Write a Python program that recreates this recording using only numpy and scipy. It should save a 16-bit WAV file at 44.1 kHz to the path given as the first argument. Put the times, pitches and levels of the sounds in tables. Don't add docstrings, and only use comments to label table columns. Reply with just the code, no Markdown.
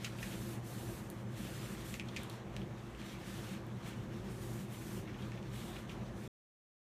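import sys
import numpy as np
from scipy import signal
from scipy.fft import rfft, irfft, dct, next_fast_len
from scipy.io import wavfile
from scipy.ndimage import uniform_filter1d, map_coordinates

SR = 44100
rng = np.random.default_rng(int(sys.argv[2]) if len(sys.argv) > 2 else 0)


def gain_from_decibels(decibels):
    exponent = np.asarray(decibels, float) / 20
    return 10 ** exponent


def generate_wav(sig):
    pcm = np.round(np.clip(np.atleast_2d(sig).T, -1, 1) * 32767).astype(np.int16)
    wavfile.write(sys.argv[1], SR, pcm)


N = 307039

# f/Hz, density/dB
AIR_SPECTRUM = [(260, -21.5), (450, -2), (661, -4), (1200, -7), (1370, -13), (1810, -11), (1980, -14),
                (2290, -15.5), (5030, -40.5), (6280, -27), (12600, -68.5), (15500, -61.5)]
# f/Hz, width/Hz, level/dB
ROOM_MODES = [(32, 20, -21), (54.6, 8.1, -4), (85, 14, -10.5), (109.5, 5.5, -2.5), (119.8, 14, -2.5),
              (125, 8.8, -15), (145.7, 20, -8.5), (194.9, 26.4, -3.5), (218.3, 22, -9), (265, 4.9, -13.5),
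              (324, 23, -12), (336, 16, -9), (350, 7.9, -9.5), (387.6, 10.4, -11), (530.3, 21, -18.5)]
# t/s, level/dB
RUMBLE_LEVEL = [(0.0, -48), (0.1, -47), (0.12, -47), (2.34, -46.5), (2.36, -53.5), (2.6, -44), (2.72, -48.5),
                (4.5, -46), (4.79, -49.5), (4.84, -45.5), (6.08, -47.5), (6.27, -46.5)]
# f/Hz, t60/s
KITCHEN_T60 = [(1000, 0.68), (3000, 0.12), (10000, 0.16)]
# t/s, f/Hz (centre), level/dB
SIDE_BURSTS = [(.42, 5700, -70), (.465, 4660, -71), (.79, 9100, -66), (.79, 6300, -69), (.885, 7400, -67),
               (1.28, 5830, -77), (1.555, 5300, -66.5), (1.605, 4970, -66), (1.65, 7000, -68),
               (1.815, 7740, -65), (2.53, 8700, -77), (2.905, 14500, -88), (4.37, 13200, -74),
               (4.37, 7600, -70), (4.44, 4580, -75), (4.785, 9400, -66), (4.785, 6400, -70),
               (4.785, 4700, -76.5), (4.81, 10400, -69), (4.81, 13100, -69)]
# f/Hz, width/Hz, depth (0 to 1)
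PORT_DIPS = [(4920, 330, .3), (8500, 500, .15), (10480, 560, 0.4)]
# f/Hz, level/dB
CONTACT_RADIATION = [(700, -40), (1300, 0)]
# t/s, wood level/dB, wood f/Hz, snap level/dB
KNOCKS = [(.0455, -31, 2830, -31.5), (.2279, -34, 2100, -40.5), (.3217, -43.5, 2240, -51.5),
          (1.9406, -33.5, 2380, -36.5), (1.9968, -29.5, 2300, -40.5), (2.163, -31.5, 2390, -37.5),
          (2.5649, -35, 2600, -39), (2.617, -43, 2680, -60), (2.9487, -46, 2550, -61),
          (3.0158, -43, 2300, -48), (3.2335, -44, 1870, -58.5), (3.3524, -47, 3000, -55.5),
          (5.3186, -41.5, 2000, -48.5), (5.4277, -48, 2650, -51.5), (5.5362, -44.5, 1900, -57),
          (5.7648, -40.5, 2500, -54), (5.8945, -38.5, 2880, -48.5)]
# t/s, wood level/dB, wood f/Hz, snap level/dB
SCUFFS = [(.0477, -37.5, 2500, -35), (.05, -40, 4200, -59.5), (.186, -42, 2290, -53),
          (.231, -45.5, 2200, -44), (2.001, -43, 2400, -52), (5.0744, -43.5, 1950, -71.5),
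          (2.0852, -43.5, 3270, -47), (2.165, -37.5, 2385, -39), (2.1695, -35.5, 2316, -39.5),
          (5.1427, -47.5, 2440, -58), (5.222, -47, 3100, -53), (5.3742, -44.5, 2100, -63),
          (5.898, -41.5, 2290, -54), (2.301, -47, 3400, -51), (5.095, -47, 1900, -66.5)]
# t/s, wood level/dB, snap level/dB, snap f/Hz
HOOKS = [
    (1.101, -49, -33.5, 10300),
    (2.2155, -58, -51, 9500),
    (2.2334, -56, -37.5, 9470),
    (2.298, -41.5, -38.5, 9470),
    (3.666, -60, -50.5, 11900),
]
# f/Hz, density/dB
FIBRE_SPECTRUM = [(2500, -12.5), (4200, -1.5), (5500, -2.5), (7500, 0.5), (9300, 0), (11500, -1.5),
                  (14000, -5), (15500, -10)]
# f/Hz, density/dB
PANEL_SPECTRUM = [(700, -13), (1400, 0.5), (2000, -2.5), (2600, -2), (3500, -2.5), (4500, -9),
                  (6000, -11.5), (9000, -25)]
# t/s (start), length/s, fibre level/dB, panel level/dB
STROKES = [(0.042, 0.024, -57, -53), (.205, .15, -56, -54.5), (.36, .18, -57, -59),
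           (.67, 0.32, -57.5, -60.5), (1.0, 0.076, -64, -69), (1.12, .1, -67, -65),
           (1.383, 0.37, -57.5, -56), (1.86, 0.088, -55.5, -54.5), (2.168, 0.053, -62.5, -54.5),
           (2.325, 0.013, -62, -57), (2.55, 0.07, -72.5, -62.5), (2.78, 0.33, -69.5, -63),
           (3.06, 0.074, -61, -55.5), (3.19, .04, -65, -59.5), (3.273, 0.12, -57.5, -54),
           (3.39, 0.15, -59.5, -56), (3.873, .015, -59, -53), (3.94, 0.1, -69, -62.5),
           (4.134, 0.068, -68, -61), (4.308, .09, -61.5, -60.5), (4.42, .2, -59, -61),
           (4.73, 0.25, -58, -59.5), (5.08, .03, -73.5, -60.5), (5.19, .1, -67, -60),
           (5.33, 0.044, -73, -60.5), (5.545, .16, -59, -57), (5.91, 0.015, -65, -58),
           (5.98, 0.11, -72, -62.5), (6.17, .05, -66, -64.5), (6.231, .06, -64, -62)]
# t/s (start), length/s, fibre level/dB, panel level/dB
SHIFTS = [
    (.12, .04, -65.5, -58),
    (1.32, .02, -65, -62),
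    (1.772, .06, -59.5, -57),
    (2.06, .07, -68, -61.5),
    (2.25, 0.036, -67.5, -64),
    (3.004, .03, -65.5, -57.5),
    (3.68, .12, -71.5, -64.5),
    (5.458, .03, -70, -63),
    (5.72, 0.076, -61.5, -57),
    (4.243, .04, -65.5, -60.5),
]


def unit(x):
    return x / np.sqrt(np.mean(x ** 2) + 1e-20)


def along(points, hz):
    f, value = np.transpose(points)
    return np.interp(np.log(hz + 1), np.log(f + 1), value)


def wobble(rate):
    knots = rng.standard_normal(int(N * rate / SR) + 4)
    return map_coordinates(knots, [np.arange(N) * rate / SR])


def filtered(x, response):
    m = next_fast_len(N + SR // 2)
    hz = np.fft.rfftfreq(m, 1 / SR)
    return irfft(rfft(x, m) * response(hz), m)[..., :N]


def resonance(hz, centre_hz, width_hz):
    damping = 1j * hz * width_hz
    return damping / (centre_hz ** 2 - hz ** 2 + damping)


def patchy(patchy_db):
    z = signal.stft(rng.standard_normal(N + 512), nperseg=512)[2]
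    field = uniform_filter1d(rng.standard_normal(z.shape), size=6, axis=0)
    field = uniform_filter1d(field, size=10, axis=1)
    return signal.istft(z * gain_from_decibels(patchy_db * unit(field)), nperseg=512)[1][:N]


def ventilation():
    t = np.arange(N) / SR

    def roar_response(hz):
        power = 0
        for centre_hz, width_hz, db in ROOM_MODES:
            gain = np.abs(resonance(hz, centre_hz, width_hz))
            power = power + gain_from_decibels(db) ** 2 * (gain ** 4 + gain ** 2)
        return np.sqrt(power) * hz ** 2 / (hz ** 2 + 22 ** 2)

    roar = unit(filtered(rng.standard_normal(N), roar_response))
    hiss = unit(filtered(patchy(patchy_db=1.5), lambda hz: gain_from_decibels(along(AIR_SPECTRUM, hz))))
    hiss_db = -57 + 0.6 * wobble(3)
    hum_db = -52 + 1.8 * wobble(5)
    hum = gain_from_decibels(hum_db) * np.sin(2 * np.pi * 119.6 * t + 0.5 * wobble(4))
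    roar_db = np.interp(t, *np.transpose(RUMBLE_LEVEL)) + 1.5 + 0.81 * wobble(7.2)
    return gain_from_decibels(roar_db) * roar + hum + gain_from_decibels(hiss_db) * hiss


def side_bursts():
    block, offset, band_hz = 1024, 159, 1500
    out = np.zeros(N + SR)
    window = signal.windows.kaiser_bessel_derived(2 * block, 4 * np.pi)
    hz = (np.arange(block) + 0.5) * SR / (2 * block)
    for s, centre_hz, db in SIDE_BURSTS:
        lines = rng.standard_normal(block) * (np.abs(hz - centre_hz) < band_hz / 2)
        a, b = np.split(unit(dct(lines, type=4)), 2)
        unfolded = np.concatenate([b, -b[::-1], -a[::-1], -a])
        start = offset + block * (round((s * SR - offset) / block) - 1)
        out[start:][:2 * block] += gain_from_decibels(db) * window * unfolded
    return out[:N]


def kitchen(x):
    hz, t, z = signal.stft(rng.standard_normal(SR // 2), SR, nperseg=256)
    decay = gain_from_decibels(-60 * t / along(KITCHEN_T60, hz)[:, None])
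    tail = signal.istft(z * decay, SR, nperseg=256)[1]
    delayed = np.pad(x, (90, 0))
    return signal.fftconvolve(delayed, tail / np.linalg.norm(tail))[:N]


def ticks():
    out, t = np.zeros(N + SR), np.arange(4096) / SR
    hz = np.fft.rfftfreq(len(t), 1 / SR)
    bending = np.exp(-0.7j * np.sqrt(hz))
    contacts = [(*row, 5500, 17) for row in KNOCKS]
    contacts += [(*row, 4800, 38) for row in SCUFFS]
    contacts += [(s, wood_db, 3450, snap_db, snap_hz, 8) for s, wood_db, snap_db, snap_hz in HOOKS]
    for s, wood_db, wood_hz, snap_db, snap_hz, t60_ms in contacts:
        blow = 14 * gain_from_decibels(-t60_ms / 4) * (t == 0)
        rattle = rng.standard_normal((2, len(t))) * gain_from_decibels(-60000 * t / t60_ms)
        force = rfft(blow + rattle) * bending
        mode_pair = resonance(hz, wood_hz, 900) - 0.4 * resonance(hz, 1.4 * wood_hz, 1300)
        wood = irfft(force[0] * mode_pair * resonance(hz, wood_hz, 4000) ** 2)
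        snap = irfft(force[1] * resonance(hz, snap_hz, snap_hz) ** 3)
        both = gain_from_decibels(wood_db) * wood / np.abs(wood).max() + gain_from_decibels(snap_db) * snap / np.abs(snap).max()
        out[round((s - 0.0004) * SR):][:len(t)] += both
    return filtered(out[:N], lambda f: gain_from_decibels(along(CONTACT_RADIATION, f)))


def hand():
    speed_up, slow_down = 206, 168
    panel_follows = 0.65
    t = np.arange(0, N, 64) / SR
    start, length, fibre_db, panel_db = np.transpose(STROKES + SHIFTS)[..., None]
    slack_db = speed_up * np.clip(start - t, 0, None)
    slack_db = slack_db + slow_down * np.clip(t - start - length, 0, None)
    fibre = np.maximum((fibre_db - slack_db).max(axis=0), -74.5)
    panel = np.maximum((panel_db - panel_follows * slack_db).max(axis=0), -67)
    return [np.interp(np.arange(N) / SR, t, level) for level in (fibre, panel)]


def cloth():
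    fibre_db, panel_db = hand()
    drag = wobble(25)
    catches = gain_from_decibels(0.5 * wobble(970)) * patchy(patchy_db=0.8)
    fibres = unit(filtered(catches, lambda hz: gain_from_decibels(along(FIBRE_SPECTRUM, hz))))
    sheen = filtered(fibres, lambda hz: 1 / (1 + (10500 / (hz + 1)) ** 6))
    sheen_db = 0.4 * (fibre_db + 57.5) + 0.45 * (fibre_db - panel_db)
    fibres = fibres + (gain_from_decibels(sheen_db) - 1) * sheen
    shaking = gain_from_decibels(0.98 * wobble(300)) * patchy(patchy_db=1.74)
    panel = unit(filtered(shaking, lambda hz: gain_from_decibels(along(PANEL_SPECTRUM, hz))))
    fibre_level = gain_from_decibels(fibre_db + 0.54 * drag)
    panel_level = gain_from_decibels(panel_db + 0.52 * drag + 0.69 * wobble(40))
    return fibre_level * fibres + panel_level * panel


def scene():
    hits = ticks()
    mono = ventilation() + hits + gain_from_decibels(-5.5) * kitchen(hits) + cloth()
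    return np.array([mono, mono])


def top_cut(x):
    return signal.sosfilt(signal.butter(12, 16290, fs=SR, output="sos"), x)


def record(dry):
    def port(hz):
        loss = sum(depth * np.abs(resonance(hz, c, w)) ** 2 for c, w, depth in PORT_DIPS)
        return (1 - loss) * (hz < 15335)

    cut_s, fade_s = 6.278, 0.0012
    still_open = np.clip((cut_s - np.arange(N) / SR) / fade_s, 0, 1)
    mix = filtered(dry, port) * still_open + side_bursts() * [[1], [-1]]
    return top_cut(mix)


dry = scene()
out = record(dry)
generate_wav(out)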